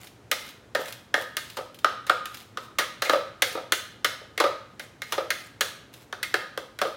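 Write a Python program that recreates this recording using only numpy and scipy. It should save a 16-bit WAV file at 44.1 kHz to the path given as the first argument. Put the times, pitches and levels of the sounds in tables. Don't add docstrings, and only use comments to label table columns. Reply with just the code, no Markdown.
import sys
import numpy as np
from scipy import signal
from scipy.fft import rfft, irfft
from scipy.io import wavfile

SR = 44100
rng = np.random.default_rng(int(sys.argv[2]) if len(sys.argv) > 2 else 0)


def int16_out(signal):
    q = np.round(np.clip(np.atleast_2d(signal).T, -1, 1) * 32767)
    wavfile.write(sys.argv[1], SR, q.astype(np.int16))


N = 307127

# (frequency [Hz], relative spectral level [dB])
RUMBLE_SPECTRUM = [(25, -18), (42, -10.5), (54, 1), (80, 1.5), (108, 9.5), (150, 3), (250, 4), (400, 1.5),
                   (700, -5), (1500, -9), (3000, -18), (7000, -23.5), (16000, -36)]
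# (start [s], length [s], level [dB])
STROKES = [(0.0, 0.0725, -52), (0.383, 0.1305, -50.5), (0.799, 0.1118, -45.5), (1.166, 0.065, -45.5),
           (1.424, 0.167, -56), (2.313, 0.121, -56), (2.604, .06, -56), (3.114, 0.054, -48.5),
           (3.48, 0.074, -46.5), (4.804, 0.0466, -55), (5.067, 0.072, -54), (5.382, 0.0924, -53),
           (5.929, 0.116, -59), (6.863, 0.073, -58.5)]
# (frequency [Hz], relative level [dB], t60 [s])
BOWL_MODES = [(340.5, -15.5, 0.134), (473.4, -18.5, 0.123), (533.34, 4.5, 0.081), (567.4, -10.5, 0.202),
              (616.5, -5, 0.0725), (955, -5, 0.0345), (1238.5, 14, 0.0744), (1304, -27, .08),
              (1500, -28.5, 0.09), (1682.4, 5.5, 0.031), (1818, -11, 0.079), (2138.7, 4, 0.135),
              (2054.3, 4.5, 0.067), (2484, 5, 0.116), (2699, -1.5, 0.215), (3075, 4, 0.069),
              (3343, 4.5, 0.046), (3640, -1, 0.18), (3963, 12.5, 0.15), (5118, 20, 0.036), (5830, -1, .08),
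              (6246, -28, .02), (8130, 9.5, 0.102), (9754, 21, 0.021), (11700, -20.5, .02)]
# (time [s], level [dB])
GRAZES = [(0.0704, -51.5), (0.488, -51), (0.9237, -42), (1.4994, -46.5), (1.744, -52.5), (1.7878, -51.5),
          (2.3435, -44), (2.3705, -48.5), (5.9379, -50.5)]
# (time [s], level [dB], pitch of the struck spot [Hz], chatter decay [s],
# brightness [dB re level], hollow [dB re level])
KNOCKS = [(0.3137, -25.5, 1699, 0.004, -3.5, -9), (0.749, -25, 1593, 0.0037, -14.5, 0.5),
          (0.8567, -43, 1790, 0.0033, -8, -14), (1.141, -19.5, 1675, 0.0023, -18, -9.5),
          (1.3679, -31.5, 1670, 0.00232, -2, -12), (1.5692, -37, 1232, 0.0059, -6.5, -1),
          (1.845, -16, 1356, 0.00121, -23.5, -12), (2.066, -42.5, 1547, 0.0088, -4.5, -8.5),
          (2.0958, -16, 1364, 0.00239, -23.5, -11), (2.2558, -37, 1384, 0.00226, -6, -18.5),
          (2.572, -32, 1252, 0.00325, -16.5, -10.5), (2.785, -24.5, 1563, 0.0105, -5.5, -8),
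          (3.0202, -27, 1500, 0.0046, -6, -6), (3.048, -33, 2000, 0.016, -8.5, -5.5),
          (3.095, -19.5, 1360, 0.0028, -16, -4.5), (3.4207, -22, 1764, 0.00344, -3, -7),
          (3.721, -23.5, 1688, 0.00303, -2, -10), (4.0451, -22, 1660, 0.00418, -7.5, -11),
          (4.377, -31, 2050, 0.00305, -9, -7), (4.4, -20.5, 1183, 0.0051, -13.5, -3.5),
          (4.7952, -39.5, 1710, 0.00323, -6.5, -8.5), (5.0186, -35, 1744, 0.0023, -9, -14),
          (5.122, -30, 1260, 0.00685, -4, -7.5), (5.3038, -27, 1707, 0.00315, -5.5, -13.5),
          (5.608, -25.5, 1524, 0.00392, -1.5, -8.5), (6.1259, -33.5, 1351, 0.00218, -16, -8),
          (6.229, -30.5, 1704, 0.00356, -4.5, -17.5), (6.341, -21, 1604, 0.00235, -15.5, -7),
          (6.5753, -34, 1317, 0.00156, -11, 1.5), (6.7883, -37.5, 1780, 0.0032, -8.5, -12),
          (6.815, -25, 1400, 0.00323, -12.5, -1.5)]
# (time [s], level [dB])
BUMPS = [(0.79, -36), (1.177, -33), (1.584, -33.5), (3.1319, -21), (3.551, -32), (3.574, -34),
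         (4.2121, -47.5), (4.4388, -21), (5.1788, -25.5), (6.85, -28.5)]
# (frequency [Hz], relative spectral level [dB])
SCRAPE_SPECTRUM = [(600, 5.5), (1800, 7.5), (3400, 5.5), (6000, -1.5), (9000, -3), (13500, -1.5),
                   (16000, -4)]
CLACK_SPECTRUM = [(500, -29), (1500, -3), (2400, -2.5), (3400, 1.5), (4200, -2), (5500, -10), (6500, -24),
                  (9000, -28)]
TICK_SPECTRUM = [(2500, -39.5), (4000, -9.5), (6000, 7), (8000, -1), (10000, -0.5), (12500, -3.5),
                 (16000, -5.5)]
HOLLOW_SPECTRUM = [(100, -42), (200, -19), (330, -7), (450, -4.5), (570, -5.5), (660, -5), (780, -6.5),
                   (950, -11), (1300, -40.5)]
# (frequency [Hz], t60 [s])
REVERB_TIMES = [(150, 0.3644), (530, 0.3433), (1400, 0.5948), (3700, 0.5468), (7000, 0.4349),
                (14000, 0.3443)]
# (frequency [Hz], level [dB re direct sound])
REVERB_LEVELS = [(150, -15), (530, -2.5), (1400, -8), (3700, -5), (7000, -4), (14000, -6.5)]


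def from_db(db):
    return 10 ** (np.asarray(db) / 20)


def rms_one(x):
    return x / np.sqrt(np.mean(x ** 2) + 1e-20)


def unit_blow(x, opening_s=.02):
    return x / np.sqrt(np.mean(x[:round(opening_s * SR)] ** 2) + 1e-20)


def at_hz(points, hz):
    frequencies, values = np.array(points).T
    return np.interp(np.log(np.maximum(hz, 1)), np.log(frequencies), values)


def colour(x, spectrum, size=4096):
    gain = from_db(at_hz(spectrum, np.fft.rfftfreq(size, 1 / SR)))
    cepstrum = irfft(np.log(gain))
    cepstrum[1:size // 2] *= 2
    cepstrum[size // 2 + 1:] = 0
    return signal.fftconvolve(x, irfft(np.exp(rfft(cepstrum))))[:len(x)]


def ring(x, hz, t60):
    radius, angle = from_db(-60 / (t60 * SR)), 2 * np.pi * hz / SR
    return signal.lfilter([.5, 0, -.5], [1, -2 * radius * np.cos(angle), radius * radius], x + 1e-18)


def band(x, low_hz, high_hz, order=2):
    edges = np.clip([low_hz, high_hz], 10, .48 * SR)
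    return signal.sosfilt(signal.butter(order, edges, "band", fs=SR, output="sos"), x)


def low_cut(x, hz, order):
    return signal.sosfilt(signal.butter(order, hz, "high", fs=SR, output="sos"), x)


def add(track, s, sound):
    start = max(round(s * SR), 0)
    track[start:start + len(sound)] += sound[:N - start]


def rumble_and_hum(rumble_db=-53.5, hum_hz=118.5, hum_db=-65):
    rumble = rms_one(colour(rng.standard_normal(N), RUMBLE_SPECTRUM))
    hum = np.sqrt(2) * np.sin(2 * np.pi * hum_hz * np.arange(N) / SR)
    return from_db(rumble_db) * rumble + from_db(hum_db) * hum


def scraping(grains_per_s=1400, grabs_per_s=70, grab_db=4.0, ring_db=-15, pops_db=-5):
    t = np.arange(N) / SR
    grab = from_db(grab_db * np.interp(t * grabs_per_s, np.arange(N), rng.standard_normal(N)))
    sizes = grab * from_db(3.5 * np.minimum(rng.exponential(1, N), 4)) * rng.choice([-1, 1], N)
    slips = sizes * (rng.random(N) < grains_per_s / SR)
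    grains = rms_one(colour(slips, SCRAPE_SPECTRUM))
    modes = rms_one(sum(from_db(db) * ring(grains, hz, t60) for hz, db, t60 in BOWL_MODES))
    return spoon_pressure() * (grains + from_db(ring_db) * modes + from_db(pops_db) * wet_pops())


def spoon_pressure(edge_s=0.0044):
    out = np.zeros(N)
    for s, length_s, db in STROKES:
        t = np.arange(round((length_s + edge_s) * SR)) / SR
        trapezoid = np.minimum(np.minimum(t, t[::-1]) / edge_s, 1)
        add(out, s - edge_s / 2, from_db(db) * trapezoid)
    return out


def wet_pops(per_s=400, spread_db=2.0, cycles=40, pitch_count=18):
    sizes = from_db(spread_db * np.minimum(rng.exponential(1, N), 3.5))
    bursts = sizes * (rng.random(N) < per_s / SR)
    pitch_index = rng.integers(0, pitch_count, N)
    pitches = np.geomspace(3000, 15000, pitch_count)
    return rms_one(sum(ring(bursts * (pitch_index == k), hz, cycles / hz) * np.sqrt(hz)
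                       for k, hz in enumerate(pitches)))


def grazes(decay_s=0.0062, tick_db=-2):
    out = np.zeros(N)
    for s, db in GRAZES:
        touch = clack(decay_s, ring_db=-12) + from_db(tick_db) * tick(decay_s, tilt_db_per_octave=7)
        add(out, s, from_db(db) * touch)
    return out


def chatter(decay_s, rise_s=.0007, strike_db=0, length_s=.16):
    t = np.arange(round(length_s * SR)) / SR
    force = rng.standard_normal(len(t)) * (1 - np.exp(-t / rise_s)) * (np.exp(-t / decay_s) + 1e-9)
    force[round(rise_s * SR)] += from_db(strike_db)
    return force


def bowl_response(force, low_hz, high_hz, ring_db, spot_db=4.5):
    modes = sum(ring(force, hz, t60) * from_db(db + spot_db * rng.standard_normal())
                for hz, db, t60 in BOWL_MODES if low_hz < hz < high_hz)
    return unit_blow(unit_blow(force) + from_db(ring_db) * unit_blow(modes))


def clack(decay_s, ring_db):
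    force = colour(chatter(decay_s), CLACK_SPECTRUM)
    return bowl_response(force, 2300, 6200, ring_db, spot_db=13.5)


def tick(decay_s, tilt_db_per_octave, pivot_hz=10000):
    spectrum = [(hz, db + tilt_db_per_octave * np.log2(hz / pivot_hz)) for hz, db in TICK_SPECTRUM]
    force = colour(chatter(decay_s, rise_s=0.00046, strike_db=-13), spectrum)
    return bowl_response(force, 6200, 16000, ring_db=-19.5)


def knocks():
    out = np.zeros(N)
    for s, db, spot_hz, decay_s, bright_db, hollow_db in KNOCKS:
        width_hz = min(spot_hz, 809.6 * (decay_s / 0.00336) ** 0.225 * 2 ** (.035 * bright_db))
        clack_db = 1.8639 + 0.5617 * bright_db
        tilt_db_per_octave = 4.5 + 0.376 * bright_db
        note_db = -18.5 - 0.419 * bright_db
        blow = (wall(spot_hz, width_hz, decay_s=2.326 * decay_s, ring_db=-4.5)
                + from_db(hollow_db) * hollow(decay_s=1.696 * decay_s, ring_db=-2.5)
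                + from_db(clack_db) * clack(decay_s=1.565 * decay_s, ring_db=-16.5)
                + from_db(bright_db) * tick(decay_s, tilt_db_per_octave))
        add(out, s, from_db(db) * blow)
        add(out, s, from_db(db + note_db) * lingering_note(spot_hz))
    return out


def wall(spot_hz, width_hz, decay_s, ring_db, skirt_db=-11):
    force = chatter(decay_s, strike_db=14.5)
    flex = band(force, spot_hz - width_hz / 2, spot_hz + width_hz / 2, order=3)
    skirt = unit_blow(band(chatter(decay_s), low_hz=970.3, high_hz=2168, order=4))
    return unit_blow(bowl_response(flex, 850, 2600, ring_db) + from_db(skirt_db) * skirt)


def hollow(decay_s, ring_db):
    force = colour(chatter(decay_s, rise_s=0.002267), HOLLOW_SPECTRUM)
    return bowl_response(force, 200, 1000, ring_db)


def lingering_note(spot_hz, t60=0.215, loss_db_per_hz=0.01):
    hz, _, _ = max(BOWL_MODES, key=lambda mode: mode[1] - loss_db_per_hz * abs(mode[0] - spot_hz))
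    return unit_blow(ring(signal.unit_impulse(round(t60 * SR)), hz, t60))


def bumps(firm_db=-20, wall_db=-1.5, clack_db=-11.5, rebound_s=.024, rebound_db=-9.5):
    out = np.zeros(N)
    for s, db in BUMPS:
        through_db = 0.23 * (db - firm_db)
        for delay_s, landing_db in ((0, 0), (rebound_s, rebound_db)):
            flex = wall(spot_hz=1260, width_hz=182, decay_s=0.0095, ring_db=-6.0, skirt_db=-8.5)
            upper = from_db(wall_db) * flex + from_db(clack_db) * clack(decay_s=0.0089, ring_db=-28.5)
            landing = hollow(decay_s=0.00313, ring_db=5.5) + from_db(through_db) * upper
            add(out, s + delay_s, from_db(db + landing_db) * landing)
    return out


def kitchen_response(length_s=.7, build_s=0.00347, early_db=-8, echo_count=9):
    t = np.arange(round(length_s * SR)) / SR
    build_up = 1 - np.exp(-(t / build_s) ** 2)
    edges = np.geomspace(90, 18000, 16)
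    diffuse = np.zeros(len(t))
    for low, high in zip(edges, edges[1:]):
        hz = np.sqrt(low * high)
        decay = from_db(-60 * t / at_hz(REVERB_TIMES, hz))
        tail = band(rng.standard_normal(len(t)), low, high, order=3) * decay * build_up
        impulse_rms = np.sqrt(2 * (high - low) / SR / len(t))
        diffuse += from_db(at_hz(REVERB_LEVELS, hz)) * rms_one(tail) * impulse_rms
    lags = (rng.uniform(0.002995, .024, echo_count) * SR).astype(int)
    echoes = np.zeros(len(t))
    echoes[lags] = from_db(early_db) * rng.choice([-1, 1], echo_count) / np.sqrt(echo_count)
    return diffuse + band(echoes, low_hz=150, high_hz=4860, order=1)


def kitchen(directions):
    returns = sum(signal.oaconvolve(x, kitchen_response())[:N] for x in directions)
    return directions[0] + returns / np.sqrt(len(directions))


def scene(direction_count=3):
    scrape = scraping()
    directions = [knocks() + grazes() + bumps() + scrape for _ in range(direction_count)]
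    bowl = low_cut(kitchen(directions), hz=220.4, order=4)
    return (bowl + rumble_and_hum())[None]


def record(dry, cutoff_hz=16000):
    heard = low_cut(dry, hz=42, order=4)
    return signal.sosfilt(signal.ellip(10, .1, 80, cutoff_hz, fs=SR, output="sos"), heard)


dry = scene()
out = record(dry)
int16_out(out)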